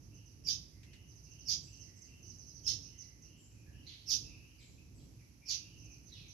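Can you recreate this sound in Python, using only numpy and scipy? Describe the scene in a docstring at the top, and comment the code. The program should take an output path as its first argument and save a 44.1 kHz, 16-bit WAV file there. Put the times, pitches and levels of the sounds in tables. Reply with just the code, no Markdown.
"""A low outdoor rumble, a faint hum and a thin hiss of air run throughout, with runs of soft high ticks over them.
Far birds whistle, and a small bird near the stereo microphone gives five sharp chirps.
There are also two faint snaps and, farther away, duller rasping calls.
Bird voices are swept tones: harmonic stacks through a throat for the chirps and rasps, thin tones for
ticks and whistles, all scattered by echoes. Rumble, air and snaps are shaped noise; the hum is sines."""
import sys
import numpy as np
from scipy import signal
from scipy.fft import rfft, irfft, next_fast_len
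from scipy.io import wavfile
from scipy.ndimage import map_coordinates

SR = 44100
rng = np.random.default_rng(int(sys.argv[2]) if len(sys.argv) > 2 else 0)


def materialize(psi):
    """Save the field psi as 16-bit PCM at rate SR to the path in sys.argv[1].

    A 1-D psi becomes a single channel; in a 2-D psi each row is a channel.
    """
    bounded = np.clip(np.atleast_2d(psi).T, -1, 1)
    quanta = np.round(bounded * 32767).astype(np.int16)
    wavfile.write(sys.argv[1], SR, quanta)


N = 279153  # samples

# Spectrum of the low rumble. Each row: frequency in Hz, relative density in dB per Hz.
RUMBLE_SPECTRUM = [(13, -31), (22, -61), (48, -2.5), (109, 0.5), (168, -6), (207, -13.5), (309, -10.5),
                   (380, -18.5), (557, -27.5), (1400, -42), (1820, -106), (3080, -120)]
# Likeness of the rumble at the two ports. Each row: frequency in Hz, left-right likeness (0 to 1).
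PORT_LIKENESS = [(60, 0.81), (130, 0.86), (280, 0.64), (600, 0.29), (1300, 0.07)]
# Faint hum tones. Each row: frequency in Hz, level in dB before the common lift.
HUM_TONES = [(59.3, -69), (105.5, -70), (236.9, -80.5)]
# Spectrum of the open-air hiss. Each row: frequency in Hz, relative density in dB per Hz.
AIR_SPECTRUM = [(500, 1.5), (1300, -4), (2000, -1.5), (2700, 3), (3500, -7), (4700, 0), (6100, 4.5),
                (7500, -10), (8800, -13.5), (11100, 0), (13000, -8.5)]
# Runs of soft ticks. Each row: start in seconds, ticks, spacing in seconds,
# level of the first in dB before the tick throat.
TICK_RUNS = [(.015, 3, .12, -68.5), (1.074, 5, 0.078, -65.5), (1.726, 2, 0.065, -58.5),
             (1.956, 2, 0.052, -61.5), (2.223, 2, 0.051, -58), (2.379, 3, 0.082, -58.5),
             (2.82, 2, .157, -55.5), (3.214, 1, 0, -62), (5.772, 3, 0.068, -63.5), (6.055, 2, 0.22, -62.5)]
# The course of one tick. 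Each row: seconds from its start before stretching, nominal pitch in Hz,
# relative effort in dB.
TICK_COURSE = [(0, 6560, -14), (.006, 6350, 4), (.016, 5800, 3), (.027, 5030, -2), (.04, 4170, -5)]
# Throat of the ticking voice. Each row: frequency in Hz, gain in dB.
TICK_THROAT = [(3500, -7.5), (5000, -3), (6400, 2), (6900, -46), (9000, -24)]
# Phrases of rising whistles. Each row: start in seconds, notes, note length in seconds, top pitch in Hz,
# level in dB.
RISING_PHRASES = [(0.106, 1, 0.13, 2900, -70.5), (.85, 4, 0.18, 2880, -68), (2.82, 2, .19, 2915, -70),
                  (3.659, 1, 0.045, 1752, -69), (3.719, 1, .11, 2934, -66), (4.376, 1, .18, 2856, -69),
                  (5.409, 1, 0.15, 2550, -63.5), (5.559, 1, 0.22, 2860, -66.5)]
# Single falling whistles. Each row: start in seconds, length in seconds, start pitch in Hz, level in dB.
FALLING_WHISTLES = [(1.629, 0.06, 7650, -67), (1.95, 0.055, 7970, -74.5), (3.364, .11, 7600, -69),
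                    (3.493, 0.17, 2610, -74), (4.22, .16, 2738, -63.5), (4.579, 0.064, 2505, -67.5),
                    (4.586, 0.12, 7640, -70.5), (4.779, .016, 2714, -63), (4.94, 0.073, 7820, -73.5),
                    (5.187, 0.043, 2500, -70), (5.798, .14, 2800, -66), (6.16, 0.137, 2650, -67)]
# Loud near chirps. Each row: end of the lead-in in seconds, crest in Hz before the fall exponent, length
# factor, fall steepness (exponent), level in dB, low overtones in dB, top overtones in dB.
CHIRPS = [(.471, 2536, 1.03, 1.04, -36.5, 4.5, -0.5), (1.485, 2515, 0.97, 1.1, -36, 2, 0),
          (2.664, 2767, 1.044, 1.37, -36.5, 2.5, 1.5), (4.091, 2510, 1.004, .9, -34.5, 2.5, 4),
          (5.487, 2457, 1.055, 1.09, -39, 6, -0.5)]
# Throat and beak of the near bird. Each row: frequency in Hz, gain in dB.
THROAT = [(900, -45.5), (1700, -24), (2400, -20), (3100, -6), (4150, -3), (4700, 2.5), (5600, 6),
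          (6750, -2.5), (7250, -26), (8000, -28), (10000, -28.5), (11300, -17), (13000, -25.5)]
# Faint snaps. Each row: start in seconds, noise level at the start in dB before the snap's tone is applied.
SNAPS = [(0.832, -41), (0.9318, -39.5)]
# Tone of the snaps. Each row: frequency in Hz, gain in dB.
SNAP_TONE = [(700, -46), (2000, -11), (6000, -18), (13000, -41)]
# Far rasps. Each row: end of the lead-in in seconds, crest in Hz before the fall exponent, length factor,
# fall steepness (exponent), level in dB.
RASPS = [(3.868, 2317, 1.62, 1.3, -55), (4.585, 2485, 1.6, 0.95, -68), (4.981, 2510, 1.14, 0.92, -74.5),
         (6.122, 2041, 1.8, .8, -58), (6.211, 1930, 1.96, 0.7, -69)]
# Throat of the far rasps. Each row: frequency in Hz, gain in dB.
RASP_THROAT = [(1200, -17), (2300, -1), (3100, 8), (4000, 8), (4700, 2.5), (6300, -7), (7500, -24),
               (13000, -41)]
# Balance of the microphone ports. 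Each row: frequency in Hz, left minus right in dB.
PORT_BALANCE = [(60, -3.5), (250, -3), (700, -0.5), (2400, 1.5), (3300, -1.5), (4800, -10), (5800, -15),
                (6600, -13.5), (7200, 5), (7900, 14), (9200, -3.5), (11200, -3), (12800, -9)]

TOP_HZ = 13080  # upper band limit

# The rumble eases off slowly, wanders, and swells briefly around each loud chirp.
RUMBLE_START_DB, RUMBLE_EASE_DB_PER_S, WANDER_DB, WANDER_PER_S = -57, .5, 1.82, 7
SWELL_DB, SWELL_LAG_S, SWELL_WIDTH_S = 4.5, 0.089, .12
HUM_LIFT_DB, AIR_DB = 4.5, -71.0

TICK_SWELL_DB = 1.55  # each tick of a run over the one before

# Rising notes: the beat of a phrase, and how far below its top a note starts (share).
NOTE_PERIOD_S, RISE_SHARE = .4, .085
# One far bird repeats a low, level note at a slow beat.
LOW_FIRST_S, LOW_PERIOD_S, LOW_NOTE_S, LOW_HZ, LOW_DB = .7, 1.1, 0.29, 2050, -76.5
FALL_SHARE = 0.072  # how far a falling whistle sinks

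# Chirp times are stretched by the length factor; pitch shares of the crest are raised to the fall steepness.
# Soft, unsteady lead-in: its length, pitch share, relative level, swell and jitter share.
LEAD_S, LEAD_PITCH, LEAD_DB, LEAD_SWELL_DB_PER_S, LEAD_JITTER = .032, 1.08, -5.5, 480, 0.0705
# The pitch flicks up to its crest, then plunges towards a floor.
FLICK_FROM, FLICK_S, PLUNGE_S, FLOOR_PITCH = .92, .0055, .023, .355
# The effort sets in fast, sags while it is held and is let go.
ATTACK_S, HOLD_S, RELEASE_S, SAG_DB_PER_S, RELEASE_DB = 0.002046, 0.047, 0.0097, 152, 27
ACCENT_DB, ACCENT_S = 4.5, 0.014  # the clean crest is pushed out harder than the rasp
CREST_JITTER, JITTER_GROWS = .026, 0.123  # shares: small at the crest, growing as the pitch sinks


def amp(db):
    """Decibels to gain."""
    return 10 ** (np.asarray(db) / 20)


def unit(x):
    """Scale to rms 1."""
    return x / np.sqrt(np.mean(x ** 2) + 1e-20)


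def along(points, hz):
    """Read a curve of (Hz, value) points on a log frequency axis."""
    f, v = np.transpose(points)
    return np.interp(np.log(hz + 1), np.log(f + 1), v)


def wobble(rate, size):
    """A smooth random curve with rate knots a second."""
    knots = rng.standard_normal(int(size * rate / SR) + 4)
    return map_coordinates(knots, [np.arange(size) * rate / SR])


def filtered(x, response):
    """Multiply the spectrum of x by a response of frequency."""
    m = next_fast_len(N + SR // 2)
    return irfft(rfft(x, m) * response(np.fft.rfftfreq(m, 1 / SR)), m)[..., :N]


def add(out, s, sound):
    """Mix a stereo sound in at time s."""
    start = max(round(s * SR), 0)
    out[:, start:start + sound.shape[1]] += sound[:, :max(N - start, 0)]


def beats(start, period, count):
    """The times of evenly repeated notes."""
    return start + period * np.arange(round(count))


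def scatter(call, direct, build, near_t60, tail_db, tail_t60):
    """A call at one port: the straight path, a cluster of wall and leaf echoes, and a longer diffuse tail."""
    t = np.arange(SR * 3 // 4) / SR
    chance = rng.random(len(t))
    size = rng.standard_normal(len(t))
    haze = rng.standard_normal(len(t))
    growth = 1 - np.exp(-t / build)
    # about 1500 separate echoes a second
    echoes = (chance < 1500 / SR) * size * growth * amp(-60 * t / near_t60)
    tail = haze * growth * amp(-60 * t / tail_t60)
    paths = echoes / np.linalg.norm(echoes) + amp(tail_db) * tail / np.linalg.norm(tail)
    paths[0] += direct
    heard = signal.fftconvolve(call, paths)
    # scattering spreads the call without changing its energy
    return heard * np.linalg.norm(call) / np.linalg.norm(heard)


def both_ports(call, **place):
    """The two ports hear the same kind of place through independent echoes."""
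    return np.array([scatter(call, **place) for _ in range(2)])


def rumble(t):
    """Low noise, nearly alike at both ports in the bass and less alike higher up, with a drifting level."""
    def mid_side(hz):
        angle = np.arccos(np.clip(along(PORT_LIKENESS, hz), -1, 1)) / 2
        return amp(along(RUMBLE_SPECTRUM, hz)) * [np.cos(angle), np.sin(angle)]

    mid, side = filtered(rng.standard_normal((2, N)), mid_side)
    swells = sum(np.exp(-((t - s - SWELL_LAG_S) / SWELL_WIDTH_S) ** 2) for s, *_ in CHIRPS)
    level_db = RUMBLE_START_DB - RUMBLE_EASE_DB_PER_S * t + SWELL_DB * swells
    level_db = level_db + WANDER_DB * wobble(WANDER_PER_S, N)
    return unit(np.array([mid + side, mid - side])) * amp(level_db)


def hum(t):
    """Steady low sines whose phases waver slowly."""
    return sum(amp(db + HUM_LIFT_DB) * np.sin(2 * np.pi * hz * t + 0.44 * wobble(2.91, N))
               for hz, db in HUM_TONES)


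def air():
    """A thin hiss of open air: independent shaped noise at each port, its level wavering slightly."""
    hiss = unit(filtered(rng.standard_normal((2, N)), lambda hz: amp(along(AIR_SPECTRUM, hz))))
    return hiss * amp(AIR_DB + 0.44 * wobble(4.23, N))


def background():
    """The outdoor bed: broadband rumble and air noise around a few steady tones."""
    t = np.arange(N) / SR
    return rumble(t) + hum(t) + air()


def tick_course(stretch):
    """Pitch in Hz and effort in dB of one tick, sample by sample."""
    s, *columns = np.transpose(TICK_COURSE)
    t = np.arange(s[0] * stretch, s[-1] * stretch, 1 / SR) / stretch
    return [np.interp(t, s, column) for column in columns]


def ticking():
    """Soft ticks, each one quick, scratchy downward sweep of a thin tone, blurred by its echoes."""
    out = np.zeros((2, N))
    for start, notes, spacing, first_db in TICK_RUNS:
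        for k, s in enumerate(beats(start, spacing, count=notes)):
            hz, effort_db = tick_course(1 + 0.35 * rng.uniform(-1, 1))
            # pitch scratch grows through the tick
            scratch = np.linspace(.035, .07, len(hz)) * wobble(1400, len(hz))
            hz = hz * (1 + 0.0119 * rng.standard_normal() + scratch)
            tone = amp(effort_db) * np.sin(2 * np.pi * np.cumsum(hz) / SR)
            call = amp(first_db + TICK_SWELL_DB * k) * unit(tone)
            add(out, s, both_ports(call, direct=0.53, build=0.0021, near_t60=0.38,
                                   tail_db=-2.0, tail_t60=0.72))
    return filtered(out, lambda hz: amp(along(TICK_THROAT, hz)))


def far_whistles():
    """Burry rising, level and falling tones of far birds, mostly echo by the time they arrive."""
    rising = [(s, length, hz * (1 - RISE_SHARE), hz, db)
              for start, notes, length, hz, db in RISING_PHRASES
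              for s in beats(start, NOTE_PERIOD_S, count=notes)]
    level = [(s, LOW_NOTE_S, LOW_HZ, LOW_HZ, LOW_DB)
             for s in beats(LOW_FIRST_S, LOW_PERIOD_S, count=3)]
    falling = [(s, length, hz, hz * (1 - FALL_SHARE), db) for s, length, hz, db in FALLING_WHISTLES]
    out = np.zeros((2, N))
    for s, length, start_hz, end_hz, db in rising + level + falling:
        u = np.linspace(0, 1, int(length * SR))
        burr = min(.055 * start_hz, 260) * wobble(550, len(u))  # fast random pitch deviation in Hz
        hz = start_hz + (end_hz - start_hz) * np.sin(u * np.pi / 2) + burr
        tone = signal.windows.tukey(len(u), .3) * np.sin(2 * np.pi * np.cumsum(hz) / SR)
        add(out, s, both_ports(amp(db) * unit(tone), direct=0.45, build=0.003, near_t60=0.66,
                               tail_db=-5.5, tail_t60=1.2))
    return out


def chirp_course(stretch, fall):
    """Pitch (share of the crest), effort dB and jitter share of one chirp: lead-in, flick, plunge."""
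    t = np.arange(-LEAD_S * stretch, (HOLD_S + RELEASE_S) * stretch, 1 / SR) / stretch
    flick = np.interp(t, [0, FLICK_S], [FLICK_FROM, 1])
    plunge = FLOOR_PITCH + (1 - FLOOR_PITCH) * np.exp(-np.maximum(t - FLICK_S, 0) / PLUNGE_S)
    accent_db = ACCENT_DB * np.exp(-(t / ACCENT_S) ** 2)
    release_db = RELEASE_DB * np.maximum(t - HOLD_S, 0) / RELEASE_S
    effort_db = accent_db - SAG_DB_PER_S * t - release_db
    voiced = np.clip(1 + t / ATTACK_S, 0, 1)  # 0 in the lead-in, 1 in the chirp proper

    def blend(lead, call):
        return lead + voiced * (call - lead)

    pitch = blend(LEAD_PITCH, flick * plunge) ** fall
    level_db = blend(LEAD_DB + LEAD_SWELL_DB_PER_S * t, effort_db)
    jitter = blend(LEAD_JITTER, CREST_JITTER + JITTER_GROWS * (1 - plunge))
    return pitch, level_db, jitter


def syrinx(crest_hz, stretch, fall, throat, hoarse, low_db, top_db):
    """A harmonic stack flicks up clean and plunges into a rasp, its overtones sweeping through the throat."""
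    pitch, db, jitter = chirp_course(stretch, fall)
    hz = crest_hz * pitch
    phase = 2 * np.pi * np.cumsum(hz * (1 + (jitter + hoarse) * wobble(1500, len(hz)))) / SR
    k = np.arange(1, 10)[:, None]  # harmonic number
    # the fundamental is weak, and harmonics above the fifth are progressively weaker
    source_db = -7 * (k == 1) - 1.4 * np.maximum(k - 5, 0)
    stack = np.sum(amp(source_db) * (k * hz < SR / 2) * np.sin(k * phase), 0)
    flutter_db = 3 * wobble(600, len(hz))
    voice = amp(db + flutter_db) * stack
    f = np.fft.rfftfreq(len(hz), 1 / SR)
    # the opening of the beak tilts the low and top overtones
    gape_db = along([(3200, low_db), (4500, 0), (7500, 0), (10500, top_db)], f)
    return unit(irfft(rfft(voice) * amp(along(throat, f) + gape_db), len(hz)))


def near_bird():
    """Loud chirps: the left port hears more of the straight path, the right more of the echoes."""
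    out = np.zeros((2, N))
    for s, crest_hz, stretch, fall, db, low_db, top_db in CHIRPS:
        call = amp(db) * syrinx(crest_hz, stretch, fall, THROAT, 0, low_db, top_db)
        left = scatter(call, direct=0.42, build=0.014, near_t60=0.12, tail_db=-6.0, tail_t60=0.46)
        right = scatter(call, direct=0.3, build=0.0094, near_t60=0.21, tail_db=-14.5, tail_t60=0.65)
        add(out, s - LEAD_S * stretch, np.array([left, right]))
    return out


def snaps():
    """Two tiny soft snaps: bursts of shaped noise, falling 60 dB in 0.2 s."""
    out = np.zeros((2, N))
    t = np.arange(SR // 4) / SR
    for s, db in SNAPS:
        add(out, s, amp(db - 60 * t / .2) * rng.standard_normal((2, len(t))))
    return filtered(out, lambda hz: amp(along(SNAP_TONE, hz)))


def far_rasps():
    """Duller, hoarser and longer calls from farther away, from the same kind of voice through another throat."""
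    out = np.zeros((2, N))
    for s, crest_hz, stretch, fall, db in RASPS:
        call = amp(db) * syrinx(crest_hz, stretch, fall, RASP_THROAT, hoarse=.03, low_db=0, top_db=0)
        heard = both_ports(call, direct=0.47, build=0.0012, near_t60=0.2, tail_db=1.0, tail_t60=0.99)
        add(out, s - LEAD_S * stretch, heard)
    return out


def scene():
    """All the birds and the snaps over the background."""
    return background() + ticking() + far_whistles() + near_bird() + snaps() + far_rasps()


def record(dry):
    """The two microphone ports colour the sound differently, the right stronger near 6 kHz; then a band limit."""
    def ports(hz):
        # half of the difference goes to each side
        return amp(np.outer([.5, -.5], along(PORT_BALANCE, hz)))

    return filtered(dry, lambda hz: ports(hz) * (hz < TOP_HZ))


dry = scene()
out = record(dry)
materialize(out)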